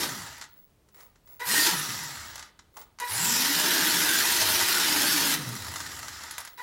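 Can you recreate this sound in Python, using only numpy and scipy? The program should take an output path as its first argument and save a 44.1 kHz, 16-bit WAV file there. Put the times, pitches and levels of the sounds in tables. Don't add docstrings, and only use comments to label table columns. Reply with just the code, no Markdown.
import sys
import numpy as np
from scipy import signal
from scipy.fft import rfft, irfft
from scipy.io import wavfile
from scipy.ndimage import uniform_filter1d

SR = 44100
rng = np.random.default_rng(int(sys.argv[2]) if len(sys.argv) > 2 else 0)


def master(y):
    cut = np.clip(np.atleast_2d(y).T, -1, 1)
    pcm = np.round(cut * 32767)
    wavfile.write(sys.argv[1], SR, pcm.astype(np.int16))


N = 291942
TIME = np.arange(N) / SR
HZ = np.maximum(np.arange(N // 2 + 1) * SR / N, 1)
STALL_S, STOP_EXPONENT = .047, 12

# on/s, off/s, halt/s, spin-up/s, ease-off/s,
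# driven rattle/dB, coasting rattle/dB, coasting fade/dB, whine/dB
THROTTLE_RUNS = [(-1, .045, .48, .1, 0.027, -31, -38.5, 18, -33),
                 (1.397, 1.68, 2.52, .07, 0.057, -24.5, -33.5, 21, -34.5),
                 (3.0, 5.345, 6.54, .2, .014, -26, -40, 7.5, -32),
                 (6.576, 7, 8, .1, .02, -32, -40, 10, -40)]
# t/s, rear tread rate/Hz, hum/dB
FULL_THROTTLE = [(0, 336, -42.5), (1.68, 350, -37.5), (1.85, 330, -41), (3.1, 300, -31.5),
                 (3.5, 315, -37.5), (3.77, 332, -37), (4.03, 309, -38.5), (4.3, 345, -47), (4.75, 345, -46),
                 (4.98, 300, -36), (5.3, 282, -38), (5.5, 280, -41)]
# t/s, knock strength/1
AXLE_PLAY = [(3.0, 0.81), (5.35, 0.52), (5.7, 2.4), (6.3, 3.6)]
# f/Hz, width/Hz, lift/dB
SHELL_MODES = [(931, 67, 5.5), (1232, 160, 4.5), (1444, 210, 1.5), (1990, 280, 3.5), (4070, 260, 1),
               (5470, 190, 0), (7160, 91, 5.5), (11120, 400, 5)]
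# start/s, length/s, start f/Hz, level/dB
LAUNCH_RASPS = [(1.423, 0.25, 15340, -34), (3.069, .5, 10990, -35.5)]
# mid t/s, length/s, f/Hz, half-width/Hz, level/dB
STRAIN_RINGS = [(0.022, 0.18, 470.5, 150, -45.5), (1.507, 0.046, 1883, 25, -29),
                (1.588, .11, 1850, 42, -25.5), (1.593, 0.19, 9000, 220, -35), (1.639, .15, 4610, 390, -29),
                (1.688, .14, 930, 51, -34), (1.906, 0.43, 5660, 300, -41.5), (2.033, 0.15, 931, 49, -50),
                (2.779, 0.023, 996, 220, -45), (2.777, .035, 998, 270, -45.5),
                (3.142, 0.13, 10100, 510, -36), (3.27, 0.29, 7460, 510, -30.5), (3.38, .3, 5500, 580, -32),
                (3.279, 0.061, 948, 38, -34), (3.706, 0.42, 1626, 150, -34), (4.122, 0.28, 1573, 70, -32.5),
                (4.467, 0.41, 92.2, 12.9, -47.5), (4.49, 0.31, 636, 28, -44.5),
                (4.782, 0.21, 1460, 60, -34.5), (5.291, 0.11, 4150, 220, -37), (5.512, .15, 126, 6.8, -41),
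                (5.68, .22, 82, 6.1, -44.5)]
# multiple of the chopping rate/1, level/dB
CHOP_HARMONICS = [(1, -14.5), (2, 1.5), (3, -9.5), (4, -2), (5, -13.5), (6, -18.5), (8, -11.5)]
# t/s, level/dB, relative treble/dB
CLACK_HITS = [(.381, -40, -10), (0.413, -26, -25), (.422, -33.5, -28), (.44, -35.5, -26),
              (0.887, -50.5, -18), (.946, -47, -20), (1.006, -40, -22), (1.157, -48.5, -32.5),
              (1.274, -46.5, -20.5), (2.357, -28, -16), (2.379, -31, -26), (2.394, -27.5, -25),
              (2.426, -30.5, -28), (2.591, -35, -35), (2.742, -54, -15), (2.769, -32.5, -18),
              (2.815, -36.5, -26.5), (2.987, -30.5, -27), (3, -24, -13.5), (5.759, -20.5, -18.5),
              (5.803, -21.5, -21), (6.236, -27, -21), (6.31, -25, -11), (6.381, -20.5, -14.5),
              (6.403, -31, -11), (6.45, -31, -13.5), (6.474, -32, -21)]
# mid t/s, length/s, level/dB
SERVO_MOVES = [(0.578, .2, -70), (1.012, 0.2, -54.5), (1.325, 0.19, -60.5), (2.29, 0.1, -65),
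               (2.799, 0.15, -53), (6.53, .14, -63)]
# f/Hz, level/dB
DRIVE_SPECTRUM = [(240, -32), (400, -5.5), (520, -12.5), (719, -9), (893, -2), (1230, -8.5), (1440, -2.5),
                  (1630, -0.5), (2220, -6), (4050, -5.5), (5350, -4.5), (7990, -12.5), (11000, -14.5),
                  (13900, -12.5), (16000, -24)]
COAST_SPECTRUM = [(240, -31.5), (400, -13), (588, -7.5), (949, -0.5), (1060, -2.5), (1230, -1), (1600, 0.5),
                  (1960, 1), (2290, -6), (2590, -5), (5430, -1), (7400, -5.5), (9470, -3.5), (11400, -3.5),
                  (16000, -7.5)]
CLACK_SPECTRUM = [(120, -21), (200, -13), (427, -20.5), (912, -4), (1910, -2.5), (2420, -11), (3410, -6.5),
                  (6900, -4.5), (8720, -1.5), (11200, 2), (15000, -8.5)]
RUMBLE_SPECTRUM = [(25, -25.5), (45, -6), (85, 2), (150, 1), (300, 7.5), (500, -3), (900, -15), (1600, -36)]
SERVO_SPECTRUM = [(120, -48), (200, -14.5), (561, -2), (732, -5), (956, -6), (1600, -13), (2020, -9),
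                  (3320, -17.5), (4910, -14.5), (10200, -15), (14000, -18.5)]
AIR_SPECTRUM = [(18, -45), (30, 2.5), (85, 1), (131, -4.5), (182, -4), (253, -9.5), (303, -8),
                (1580, -22.5), (2560, -24.5), (13000, -31)]


def gearbox(tread_hz):
    rattle = loose_panels(gear_rattle(tread_hz))
    loaded = radiate(rattle, driven(), DRIVE_SPECTRUM)
    unloaded = radiate(rattle, coasting(), COAST_SPECTRUM)
    return from_db(-1.83) * loaded + from_db(-2) * unloaded


def gear_rattle(tread_hz, teeth_per_block=4.8, knocks_per_block=.32, scatter_db=1.5, knock_s=.0056):
    mesh_hz = tread_hz + 40
    strikes = ticks(teeth_per_block * mesh_hz * (1 + .06 * drift(150))) * np.sqrt(mesh_hz)
    strikes *= from_db(scatter_db * np.clip(white(), -2, 2))
    clicks = rms_one(strikes * rng.choice([1, 1, -1], N))
    chatter = rms_one(die_away(strikes, .0007) * white())
    rub = white()
    knocks = ticks(knocks_per_block * tread_hz * (1 + .3 * drift(30))) * rng.uniform(0, 1, N) ** 2
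    bursts = 1 + in_time(AXLE_PLAY)[0] * die_away(knocks, knock_s)
    rattle = (clicks + 1.36 * chatter + .55 * rub) * bursts
    return rattle / np.sqrt(uniform_filter1d(rattle ** 2, SR // 12) + 1e-9)


def loose_panels(rattle, depth_db=2, rate_hz=12):
    spectrum, out = rfft(rattle), 0
    edges_hz = [0, *np.geomspace(1100, 14000, 40), SR]
    for low, high in zip(edges_hz, edges_hz[1:]):
        panel = irfft(spectrum * ((HZ >= low) & (HZ < high)), N)
        out += panel * from_db(depth_db * drift(rate_hz))
    return out


def radiate(rattle, envelopes, spectrum, loud_db=-25.5):
    shell = colour(rattle, spectrum, SHELL_MODES)
    boom = band(shell, 1, 2400) / np.std(band(shell, 1020, 1900))
    core = rms_one(band(shell, 2400, 7700))
    treble = rms_one(band(shell, 7700, SR))
    out = 0
    for opened, db, treble_db in envelopes:
        boom_db = -8 + .24 * (loud_db - db)
        out += opened * from_db(db) * (core + from_db(boom_db) * boom + from_db(treble_db) * treble)
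    return out


def motion(on, off, halt, spin_s, drag=1.65):
    spent = np.clip((TIME - off) / (halt - off), 0, 1)
    spun_up = 1 - np.exp(-np.clip(TIME - on - STALL_S, 0, off - on) / spin_s)
    return spun_up * np.exp(-drag * spent) * (1 - spent ** STOP_EXPONENT), spent


def driven(speed_exponent=.98, stall_pace=.094, launch_s=.15):
    for on, off, halt, spin_s, ease_s, drive_db, *_ in THROTTLE_RUNS:
        pace, _ = motion(on, off, halt, spin_s)
        rolling_s = TIME - on - STALL_S
        launch = (rolling_s > 0) * np.exp(-np.abs(rolling_s) / launch_s)
        db = drive_db + speed_exponent * 20 * np.log10(np.maximum(pace, stall_pace))
        yield gate(on, off, fall_s=ease_s), db, -2 + 5 * launch


def coasting(dulling_db=8):
    for on, off, halt, spin_s, ease_s, _, coast_db, fade_db, _ in THROTTLE_RUNS:
        _, spent = motion(on, off, halt, spin_s)
        free = (TIME > off) * (1 - gate(on, off, fall_s=ease_s)) * (1 - spent ** STOP_EXPONENT)
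        late = spent ** 1.5
        yield free, coast_db - fade_db * late, -1.5 - dulling_db * late


def launch_rasp(end_hz=3674, half_width_hz=SR / 40):
    out = 0
    for start_s, length_s, start_hz, db in LAUNCH_RASPS:
        glide_hz = start_hz * (end_hz / start_hz) ** np.clip((TIME - start_s) / length_s, 0, 1)
        gain = from_db(db) * swell(start_s + length_s / 2, length_s)
        out += gain * narrow_noise(glide_hz, half_width_hz)
    return out


def freewheel(hz=7330, half_width_hz=610, relative_db=-7.5):
    gain = 0
    for (_, off, halt, *_), (_, coast_db, _) in zip(THROTTLE_RUNS, coasting()):
        gain += swell((off + halt) / 2, halt - off) * from_db(coast_db + relative_db)
    return gain * narrow_noise(hz, half_width_hz)


def strain_ringing():
    return sum(swell(mid_s, length_s) * from_db(db) * narrow_noise(hz, half_width_hz)
               for mid_s, length_s, hz, half_width_hz, db in STRAIN_RINGS)


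def motor_whine(chop_hz=488, peak_s=.023, flutter_db=3.5, wobble_rad=.26):
    phase = 2 * np.pi * chop_hz * TIME + wobble_rad * drift(45)
    gain = tone = 0
    for on, *_, whine_db in THROTTLE_RUNS:
        age = np.clip((TIME - on) / peak_s, 0, 40)
        gain += from_db(whine_db) * age * np.exp(1 - age)
    for k, db in CHOP_HARMONICS:
        level = from_db(db - 1.5 + flutter_db * drift(66))
        tone += level * np.sin(k * phase + rng.uniform(0, 2 * np.pi))
    return gain * tone


def clacks(crack_s=.005, ring_s=.017, body_db=-5, split_hz=7700):
    hit_s, db, treble_db = np.transpose(CLACK_HITS)
    grain, out = white(), 0
    for level_db, low_hz, high_hz in ((db + body_db, 1, split_hz), (db + treble_db, split_hz, SR)):
        hits = np.zeros(N)
        hits[(hit_s * SR).astype(int)] = from_db(level_db)
        envelope = die_away(hits, crack_s) + .36 * die_away(hits, ring_s)
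        out += band(colour(grain * envelope, CLACK_SPECTRUM, SHELL_MODES), low_hz, high_hz)
    return out


def tyres(tread_hz, pace, hum_db, front_ratio=.58, waver_hz=13, rumble_db=-45, speed_exponent=1.66):
    rear, front = (narrow_noise(hz, waver_hz) + .8 * np.sin(2 * np.pi * turns(hz))
                   for hz in (tread_hz, front_ratio * tread_hz))
    throttle = sum(gate(on, off) for on, off, *_ in THROTTLE_RUNS)
    rear_load = np.clip(uniform_filter1d(throttle, SR // 8), 0, 1)
    rear *= from_db(5 * drift(5.3))
    rear += from_db(-11) * narrow_noise(2 * tread_hz, waver_hz)
    rear *= from_db(-7 * (1 - rear_load))
    front *= from_db(2 - 10.9 * rear_load + 3.1 * drift(6))
    floor = rms_one(band(white(), 210, 385))
    grain = np.interp(turns(tread_hz), TIME * 300, floor)
    contact = band(rear + front + from_db(-2) * grain, 68, 900)
    hum = from_db(hum_db) * contact / np.sqrt(uniform_filter1d(contact ** 2, SR // 10) + 1e-6)
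    rumble = from_db(rumble_db) * colour(white(), RUMBLE_SPECTRUM)
    return pace ** speed_exponent * (hum + rumble)


def servo_buzz(tooth_hz=420):
    strikes = ticks(tooth_hz * (1 + .27 * drift(25)))
    teeth = rms_one(die_away(strikes, .0006))
    buzz = colour((1 + .7 * teeth) * white(), SERVO_SPECTRUM, SHELL_MODES)
    gain = sum(from_db(db) * swell(mid_s, length_s) ** 2.2 for mid_s, length_s, db in SERVO_MOVES)
    return gain * rms_one(buzz)


def servo_whistle(hz=15690, half_width_hz=45, level_db=-53):
    powered = sum(swell(mid_s, length_s) for mid_s, length_s, _ in SERVO_MOVES)
    tone = np.sin(2 * np.pi * hz * TIME) + .68 * narrow_noise(hz, half_width_hz)
    return from_db(level_db) * powered * tone


def room(x, t60_s=.45, treble_t60_ratio=.47, delay_s=.006, wet_db=-10.5):
    noise = white() * (TIME > delay_s)
    dull = band(noise, .95, 4500)
    decay_db = -60 * TIME / t60_s
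    tail = dull * from_db(decay_db) + (noise - dull) * from_db(decay_db / treble_t60_ratio)
    return x + from_db(wet_db) * signal.fftconvolve(x, tail[:SR] / np.linalg.norm(tail))[:N]


def room_air(level_db=-64):
    return from_db(level_db) * colour(white(), AIR_SPECTRUM)


def from_db(db):
    return 10 ** (np.asarray(db) / 20)


def rms_one(x):
    return x / np.sqrt(np.mean(x ** 2) + 1e-20)


def white():
    return rng.standard_normal(N)


def in_time(rows):
    t_s, *columns = np.transpose(rows)
    return [np.interp(TIME, t_s, column) for column in columns]


def gate(start_s, end_s, rise_s=.0011, fall_s=.016):
    outside = np.maximum(start_s - TIME, 0) / rise_s + np.maximum(TIME - end_s, 0) / fall_s
    return np.exp(-np.minimum(outside, 40))


def swell(mid_s, length_s):
    return np.sin(np.pi * np.clip((TIME - mid_s) / length_s + .5, 0, 1))


def turns(hz):
    return np.cumsum(hz) / SR


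def ticks(hz):
    return np.diff(np.floor(turns(hz)), prepend=0)


def die_away(clicks, decay_s):
    return signal.lfilter([1], [1, -np.exp(-1 / (decay_s * SR))], clicks + 1e-18)


def drift(rate_hz):
    lowpass = signal.butter(2, rate_hz, fs=SR / 16, output="sos")
    slow = signal.sosfilt(lowpass, rng.standard_normal(N // 16 + 2002))[2000:]
    return np.interp(np.arange(N) / 16, np.arange(len(slow)), rms_one(slow))


def narrow_noise(hz, half_width_hz):
    phase = 2 * np.pi * turns(np.broadcast_to(hz, N))
    return drift(half_width_hz) * np.cos(phase) + drift(half_width_hz) * np.sin(phase)


def colour(x, spectrum, modes=()):
    hz, db = np.transpose(spectrum)
    db = np.interp(np.log(HZ), np.log(hz), db)
    db += sum(lift / (1 + (2 * (HZ - f) / width) ** 2) for f, width, lift in modes)
    cepstrum = irfft(np.log(rms_one(from_db(db))), N)
    cepstrum[1:N // 2] *= 2
    cepstrum[N // 2 + 1:] = 0
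    return irfft(rfft(x) * np.exp(rfft(cepstrum)), N)


def band(x, low_hz, high_hz):
    return irfft(rfft(x) / (1 + (low_hz / HZ) ** 12) / (1 + (HZ / high_hz) ** 12), N)


def scene():
    full_tread_hz, hum_db = in_time(FULL_THROTTLE)
    pace = sum(motion(on, off, halt, spin_s)[0] for on, off, halt, spin_s, *_ in THROTTLE_RUNS)
    tread_hz = full_tread_hz * pace
    drive = gearbox(tread_hz) + launch_rasp() + freewheel() + strain_ringing() + motor_whine()
    car = drive + servo_buzz() + servo_whistle() + clacks()
    air = room_air()
    return np.tile(room(car) + tyres(tread_hz, pace, hum_db) + air, (2, 1))


def record(dry):
    dry = signal.sosfilt(signal.butter(4, 32, "high", fs=SR, output="sos"), dry)
    return signal.sosfilt(signal.ellip(12, .1, 90, 16000, fs=SR, output="sos"), dry)


dry = scene()
out = record(dry)
master(out)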